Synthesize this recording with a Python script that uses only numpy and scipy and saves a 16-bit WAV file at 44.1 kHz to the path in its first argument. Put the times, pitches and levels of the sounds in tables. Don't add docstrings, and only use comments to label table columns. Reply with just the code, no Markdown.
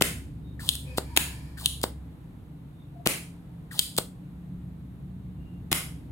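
import sys
import numpy as np
from scipy import signal
from scipy.fft import rfft, irfft, next_fast_len
from scipy.io import wavfile
from scipy.ndimage import uniform_filter1d

SR = 44100
rng = np.random.default_rng(int(sys.argv[2]) if len(sys.argv) > 2 else 0)


def waveform_to_disk(signal):
    frames = np.transpose(np.atleast_2d(signal))
    scaled = np.clip(frames, -1, 1) * 32767
    samples = np.round(scaled).astype(np.int16)
    wavfile.write(sys.argv[1], SR, samples)


N = 269451
TIME_S = np.arange(N) / SR
IMPACT_S = np.arange(4096) / SR

# (push start [s], latch catch [s], sleeve stop [s], force [dB])
STROKES = [(0.593, 0.6898, .9825, -3), (1.571, 1.6586, 1.8394, 0), (3.709, 3.7922, 3.9852, 5.5)]
# (frequency [Hz], level [dB])
RASP_SPECTRUM = [(200, -9.5), (1000, -13.5), (2300, -11.5), (3500, 1.5), (4600, 2), (6000, -7.5), (8000, 0),
                 (10000, 2), (12000, -3.5), (16000, -5)]
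# (frequency [Hz], width [Hz], level [dB])
SPRING_MODES = [(950, 120, 2), (1750, 140, 1), (2330, 150, 2.5), (3147, 330, -6.5), (4640, 840, -6.5),
                (7060, 380, -12.5), (9600, 3000, -12)]


def firings(squeeze_s=.004, usual_travel_s=.012, echo_db=-9.5):
    # (trigger [s], piston stop [s], slam level [dB])
    shots = [(.0100, 0.0216, -8.5), (1.165, 1.1736, -5), (3.0594, 3.0722, -12), (5.7155, 5.7279, -11.5)]
    # (frequency [Hz], level [dB])
    slam_spectrum = [(100, -13.5), (330, 2.5), (550, -6.5), (900, -5.5), (1400, -4.5), (2300, -2.5),
                     (3200, 0), (4500, -5.5), (6000, -9), (7100, -6), (8000, -9), (9500, -2), (12000, -7),
                     (16000, -13)]
    direct, room_send = np.zeros((2, 2, N))
    for trigger_s, stop_s, slam_db in shots:
        travel_s = stop_s - trigger_s
        speed_doublings = np.log2(usual_travel_s / travel_s)
        trigger_db = -20.5 + 13 * speed_doublings
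        ring_db = -19 + 15 * speed_doublings
        ring_hz = 2520 * 2 ** (.7 * speed_doublings)
        spring_db = -60.5 + 39.5 * speed_doublings
        tilt_db_oct = .25 + 2 * speed_doublings
        shot = np.zeros((2, N))
        creak = rub(squeeze_s, slam_spectrum, rough_db=1.5, rise_s=.0035)
        add(shot, trigger_s - squeeze_s, undb(trigger_db - 14) * creak)
        add(shot, trigger_s, undb(trigger_db) * click(slam_spectrum, decay_s=.00084, tilt_db_oct=1.5))
        add(shot, trigger_s, undb(ring_db - 9) * barrel_ring(ring_hz, decay_s=.0035))
        air_rush = rub(travel_s, slam_spectrum, rough_db=4, rise_s=.00068)
        add(shot, trigger_s, undb(-26.5) * air_rush)
        slam = click(slam_spectrum, decay_s=.00055, tilt_db_oct=tilt_db_oct, body_db=-19.5, body_s=.004)
        add(shot, stop_s, undb(slam_db) * slam)
        add(shot, stop_s, undb(ring_db) * barrel_ring(ring_hz))
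        direct += shot
        room_send += undb(echo_db - slam_db) * shot
        add(direct, stop_s, undb(spring_db) * spring_ring())
    return direct, room_send


def barrel_ring(hz, decay_s=.0017, spacing=.19):
    modes_hz = hz * (1 + spacing * np.array([-1, 0, 1]))[:, None]
    phase = rng.uniform(0, 2 * np.pi, (3, 1)) + .7 * rng.standard_normal((2, 3, 1))
    envelope = np.exp(-IMPACT_S / decay_s) * (1 - np.exp(-IMPACT_S / .0001))
    return np.sin(2 * np.pi * modes_hz * IMPACT_S + phase).sum(axis=1) * envelope * np.sqrt(2 / 3)


def spring_ring(t60_s=1.1):
    return resonate(diffuse(SR), SPRING_MODES) * np.exp(-np.log(1000) * TIME_S[:SR] / t60_s)


def cocking(ramp_s=.022):
    # (frequency [Hz], level [dB])
    latch_spectrum = [(200, -22.5), (900, -25), (2300, -27), (2750, -8), (3150, 2), (3500, 1), (3850, -1),
                      (4200, -5.5), (5800, -17), (7000, -12), (7800, -15.5), (9400, -6.5), (11500, -13.5),
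                      (15500, -22)]
    # (frequency [Hz], level [dB])
    shell_spectrum = [(300, -17.5), (2000, -14.5), (4200, -13), (4850, 6.5), (5400, -10.5), (6200, -17),
                      (6900, -0.5), (10200, 0), (11200, -8), (14000, -4.5), (15500, -10.5)]
    # (time [s], level [dB])
    ticks = [(0.737, -34), (.7530, -26.5), (1.8148, -33.5), (3.9659, -28)]
    out = np.zeros((2, N))
    for start_s, latch_s, _, force_db in STROKES:
        push_s = latch_s - start_s
        add(out, start_s, undb(-43) * rub(push_s, RASP_SPECTRUM, rough_db=3, rise_s=.0086))
        add(out, start_s, undb(-44) * barrel_chirp(push_s))
        add(out, latch_s - ramp_s, undb(-36) * rub(ramp_s, latch_spectrum, rough_db=1, rise_s=.012))
        catch = click(latch_spectrum, decay_s=.0008, body_db=-17, body_s=.0086)
        shell = click(shell_spectrum, decay_s=.00055, body_db=-22, body_s=.003)
        add(out, latch_s, undb(-10.5) * catch + undb(-20 + force_db) * shell)
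    for tick_s, db in ticks:
        add(out, tick_s, undb(db) * click(RASP_SPECTRUM, decay_s=.00073, tilt_db_oct=.5))
    return out


def barrel_chirp(length_s, start_hz=1900, end_hz=560, width_hz=380, fade_s=.058, dip_db=-12):
    t = TIME_S[:SR // 4]
    travel = np.minimum(t / length_s, 1)
    hz = start_hz * (end_hz / start_hz) ** travel
    lowpass = signal.butter(2, width_hz / 2, fs=SR, output="sos")
    flutter = unit(signal.sosfilt(lowpass, rng.standard_normal((2, len(t)))))
    phase = 2 * np.pi * np.cumsum(hz) / SR
    envelope = np.exp(-t / fade_s - np.maximum(t - length_s, 0) / .0055)
    dip = undb(dip_db * np.exp(-((travel - .32) / .089) ** 2))
    return near((flutter[0] * np.sin(phase) + flutter[1] * np.cos(phase)) * envelope * dip)


def sleeve(slip_s=.0083, run_s=.0076):
    out = np.zeros((2, N))
    for _, _, stop_s, force_db in STROKES:
        start_s = stop_s - run_s
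        add(out, start_s - slip_s, undb(-29) * rub(slip_s, RASP_SPECTRUM, rough_db=3, rise_s=.018))
        add(out, start_s, undb(-24 + force_db) * rub(run_s, RASP_SPECTRUM, rough_db=-.5, rise_s=.00015))
        add(out, stop_s, undb(-20.5) * click(RASP_SPECTRUM, decay_s=.00098, tilt_db_oct=-6))
    return out


def knocks(thud_hz=150, thud_s=.0041, recoil_thud_db=-16.5, stop_jolt_db=-10, stop_thud_db=-29):
    # (time [s], jolt level [dB])
    recoils = [(.0134, -8), (3.0653, -9), (5.7184, -18.5)]
    # (frequency [Hz], level [dB])
    jolt_spectrum = [(60, -16.5), (200, -2.5), (450, 2), (700, -0.5), (1000, -3), (1500, -5), (2100, -19.5),
                     (3500, -33.5), (8000, -51.5)]
    out = np.zeros((2, N))
    jolt = colour(signal.unit_impulse(len(IMPACT_S)), jolt_spectrum)
    thud = np.sin(2 * np.pi * thud_hz * IMPACT_S) * np.exp(-IMPACT_S / thud_s)
    hits = [(recoil_s, jolt_db, recoil_thud_db) for recoil_s, jolt_db in recoils]
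    hits += [(stop_s, stop_jolt_db, stop_thud_db + force_db) for _, _, stop_s, force_db in STROKES]
    for hit_s, jolt_db, thud_db in hits:
        add(out, hit_s, near(undb(jolt_db) * jolt / jolt.max() - undb(thud_db) * thud, pan_db=1))
    return out


def click(spectrum, decay_s, tilt_db_oct=0, body_db=-19, body_s=.007):
    envelope = np.exp(-IMPACT_S / decay_s) + undb(body_db) * np.exp(-IMPACT_S / body_s)
    burst = rfft(contact_noise(len(IMPACT_S)) * envelope)
    smooth_power = uniform_filter1d(np.mean(abs(burst) ** 2, axis=0), size=110)
    white_burst = np.roll(irfft(burst / np.sqrt(smooth_power)), 12, axis=1)
    end_taper = np.minimum(1, 4 * (1 - IMPACT_S / IMPACT_S[-1])) ** 4
    snap = colour(white_burst, spectrum, tilt_db_oct) * end_taper
    return near(unit(snap) * np.sqrt(.002 / IMPACT_S[-1]))


def rub(length_s, spectrum, rough_db, rise_s):
    t = TIME_S[:SR // 4]
    slips = undb(rough_db * np.repeat(rng.standard_normal(len(t)), 24)[:len(t)])
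    envelope = (1 - np.exp(-t / rise_s)) * np.exp(-np.maximum(t - length_s, 0) / .0015)
    return near(unit(colour(contact_noise(len(t)) * slips, spectrum)) * envelope)


def contact_noise(size, independent_gain=.88):
    return rng.standard_normal(size) + independent_gain * rng.standard_normal((2, size))


def spring_jangle(level_db=-56):
    return resonate(diffuse(N), SPRING_MODES) * undb(level_db) * hold(.894, 1.15, fade_s=.07)


def whistles():
    # (start [s], length [s], frequency [Hz], level [dB])
    events = [(0.413, 0.16, 3730, -67), (0.853, 0.12, 2510, -52), (0.815, 0.16, 514, -52.5),
              (1.073, 0.11, 950, -52.5), (2.721, .18, 3620, -70.5), (2.908, 0.16, 695, -53.5),
              (5.35, 0.29, 2800, -69)]
    out = np.zeros((2, N))
    for start_s, length_s, hz, db in events:
        size = int(length_s * SR)
        band = resonate(diffuse(size), [(hz, 8 + .014 * hz, 0)])
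        add(out, start_s, undb(db) * band * np.sqrt(np.hanning(size)))
    return out


def room(x, t60_s, bloom_s, gap_s, treble_loss=.26):
    # (frequency [Hz], level [dB])
    echo_spectrum = [(80, -0.5), (250, -4.5), (550, 0.5), (950, -3), (1400, -2.5), (2100, -0.5), (3500, -5),
                     (5500, -2.5), (9500, 0.5), (13000, -1), (16000, 0)]
    t = TIME_S[:SR // 2]
    fade = np.exp(-np.log(1000) * t / t60_s)
    bloom = 1 - np.exp(-np.maximum(t - gap_s, 0) / bloom_s)
    out = 0
    for channel in x:
        noise = diffuse(len(t))
        low = signal.sosfiltfilt(signal.butter(2, 11000, fs=SR, output="sos"), noise)
        response = (low * fade + (noise - low) * fade ** (1 + treble_loss)) * bloom
        response = colour(unit(response) / np.sqrt(2 * len(t)), echo_spectrum)
        out = out + signal.oaconvolve(channel[None], response, axes=1)[:, :N]
    return out


def hum(hz=67.8, rest_db=-61, fade_s=.4):
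    # (start [s], end [s], level [dB])
    spells = [(0, 1.95, -42.5), (4.6, 6.11, -47.5)]
    lift_db = sum((db - rest_db) * hold(start_s, end_s, fade_s) for start_s, end_s, db in spells)
    return tone(hz * (1 + .0036 * wander(2.6))) * undb(rest_db + lift_db + .65 * wander(6.6))


def drone(rest_hz=165.3, lift_hz=14, rest_db=-54.5, lift_db=8.5, waver_db=2.5):
    lift = swell(peak_s=5.2, rise_s=2.1, fall_s=.748)
    hz = (rest_hz + lift_hz * lift) * (1 + .014 * wander(13))
    return tone(hz) * undb(rest_db + lift_db * lift + waver_db * wander(18))


def rumble(level_db=-39.5, lull_db=-6):
    # (frequency [Hz], width [Hz], level [dB])
    room_modes = [(41, 12, -7.5), (66, 17, -1), (97.5, 11, 0), (119, 10, 1.5), (142, 13, 4.5),
                  (171, 17, -5), (215, 90, -7.5), (264, 16, -12.5), (273, 8, -9.5)]
    lull = swell(peak_s=3.3, rise_s=2, fall_s=2.1)
    return resonate(diffuse(N), room_modes) * undb(level_db + lull_db * lull)


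def hiss(level_db=-56):
    # (frequency [Hz], level [dB])
    air_spectrum = [(180, -25), (300, -1.5), (354, -18.5), (470, -15), (528, -20), (801, -19.5),
                    (1390, -27), (2740, -33), (3240, -35), (3700, -33.5), (5250, -45.5), (13100, -41.5),
                    (16000, -52.5)]
    return unit(colour(diffuse(N), air_spectrum)) * undb(level_db + .5 * wander(1.5))


def near(x, pan_db=3, lag_s=.00015):
    # (frequency [Hz], gain [dB])
    side_gain = [(4000, 0), (8000, -4.5), (13000, -8.5)]
    left, right = np.broadcast_to(x, (2, x.shape[-1]))
    left = left * undb(pan_db / 2)
    right = np.pad(right, (int(lag_s * SR), 0))[:len(right)] * undb(-pan_db / 2)
    mid, side = (left + right) / 2, colour((left - right) / 2, side_gain)
    return np.array([mid + side, mid - side])


def diffuse(size):
    # (frequency [Hz], side minus mid [dB])
    width = [(60, -10.5), (140, -18.5), (250, -13), (600, -2.5), (2000, 0), (5000, 1), (8000, -9),
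             (13000, -17.5)]
    mid, side = rng.standard_normal((2, size))
    hz, side_db = np.transpose(width)
    total_db = 10 * np.log10(1 + undb(side_db) ** 2)
    mid, side = colour(mid, np.c_[hz, -total_db]), colour(side, np.c_[hz, side_db - total_db])
    return np.array([mid + side, mid - side])


def colour(x, points, tilt_db_oct=0):
    size = 2 * next_fast_len(x.shape[-1] // 2 + 1)
    octave = np.log2(np.maximum(np.fft.rfftfreq(size, 1 / SR), 1))
    hz, db = np.transpose(points)
    gain_db = np.interp(octave, np.log2(hz), db) + tilt_db_oct * np.maximum(octave - np.log2(4000), -2)
    cepstrum = irfft(gain_db * np.log(10) / 20)
    cepstrum[1:size // 2] *= 2
    cepstrum[size // 2 + 1:] = 0
    return irfft(rfft(x, size) * np.exp(rfft(cepstrum)))[..., :x.shape[-1]]


def resonate(x, modes):
    size = 2 * next_fast_len(x.shape[-1] // 2 + 1)
    bins_hz = np.fft.rfftfreq(size, 1 / SR)
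    power = sum(undb(db) ** 2 / (1 + ((bins_hz - hz) / width_hz) ** 2) ** 2 for hz, width_hz, db in modes)
    return unit(irfft(rfft(x, size) * np.sqrt(power), size)[:, :x.shape[-1]])


def tone(hz):
    return np.sqrt(2) * np.sin(2 * np.pi * np.cumsum(hz) / SR)


def wander(rate_hz):
    steps = np.interp(TIME_S * rate_hz, np.arange(1000), rng.standard_normal(1000))
    return 1.3 * uniform_filter1d(steps, int(SR / rate_hz))


def hold(start_s, end_s, fade_s):
    return np.clip(1 + np.minimum(TIME_S - start_s, end_s - TIME_S) / fade_s, 0, 1)


def swell(peak_s, rise_s, fall_s):
    return np.exp(-((TIME_S - peak_s) / np.where(TIME_S < peak_s, rise_s, fall_s)) ** 2)


def add(out, start_s, x):
    i = max(int(start_s * SR), 0)
    out[:, i:i + x.shape[-1]] += x[..., :N - i]


def undb(db):
    return 10 ** (np.asarray(db) / 20)


def unit(x):
    return x / np.sqrt(np.mean(x ** 2))


def scene():
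    shots, shot_send = firings()
    cocks, returns, thumps = cocking(), sleeve(), knocks()
    walls = room(undb(-4) * shot_send + undb(-8) * cocks, t60_s=.37, bloom_s=.017, gap_s=.005)
    bench = room(undb(-10) * returns + undb(-11) * thumps, t60_s=.24, bloom_s=.0027, gap_s=.0017)
    pump = shots + cocks + returns + thumps + spring_jangle()
    return pump + walls + bench + whistles() + hum() + drone() + rumble() + hiss()


def record(dry, low_hz=33, top_hz=15900):
    highpass = signal.butter(4, low_hz, "high", fs=SR, output="sos")
    lowpass = signal.ellip(10, .2, 85, top_hz, fs=SR, output="sos")
    return signal.sosfilt(lowpass, np.clip(signal.sosfilt(highpass, dry), -1, 1))


dry = scene()
out = record(dry)
waveform_to_disk(out)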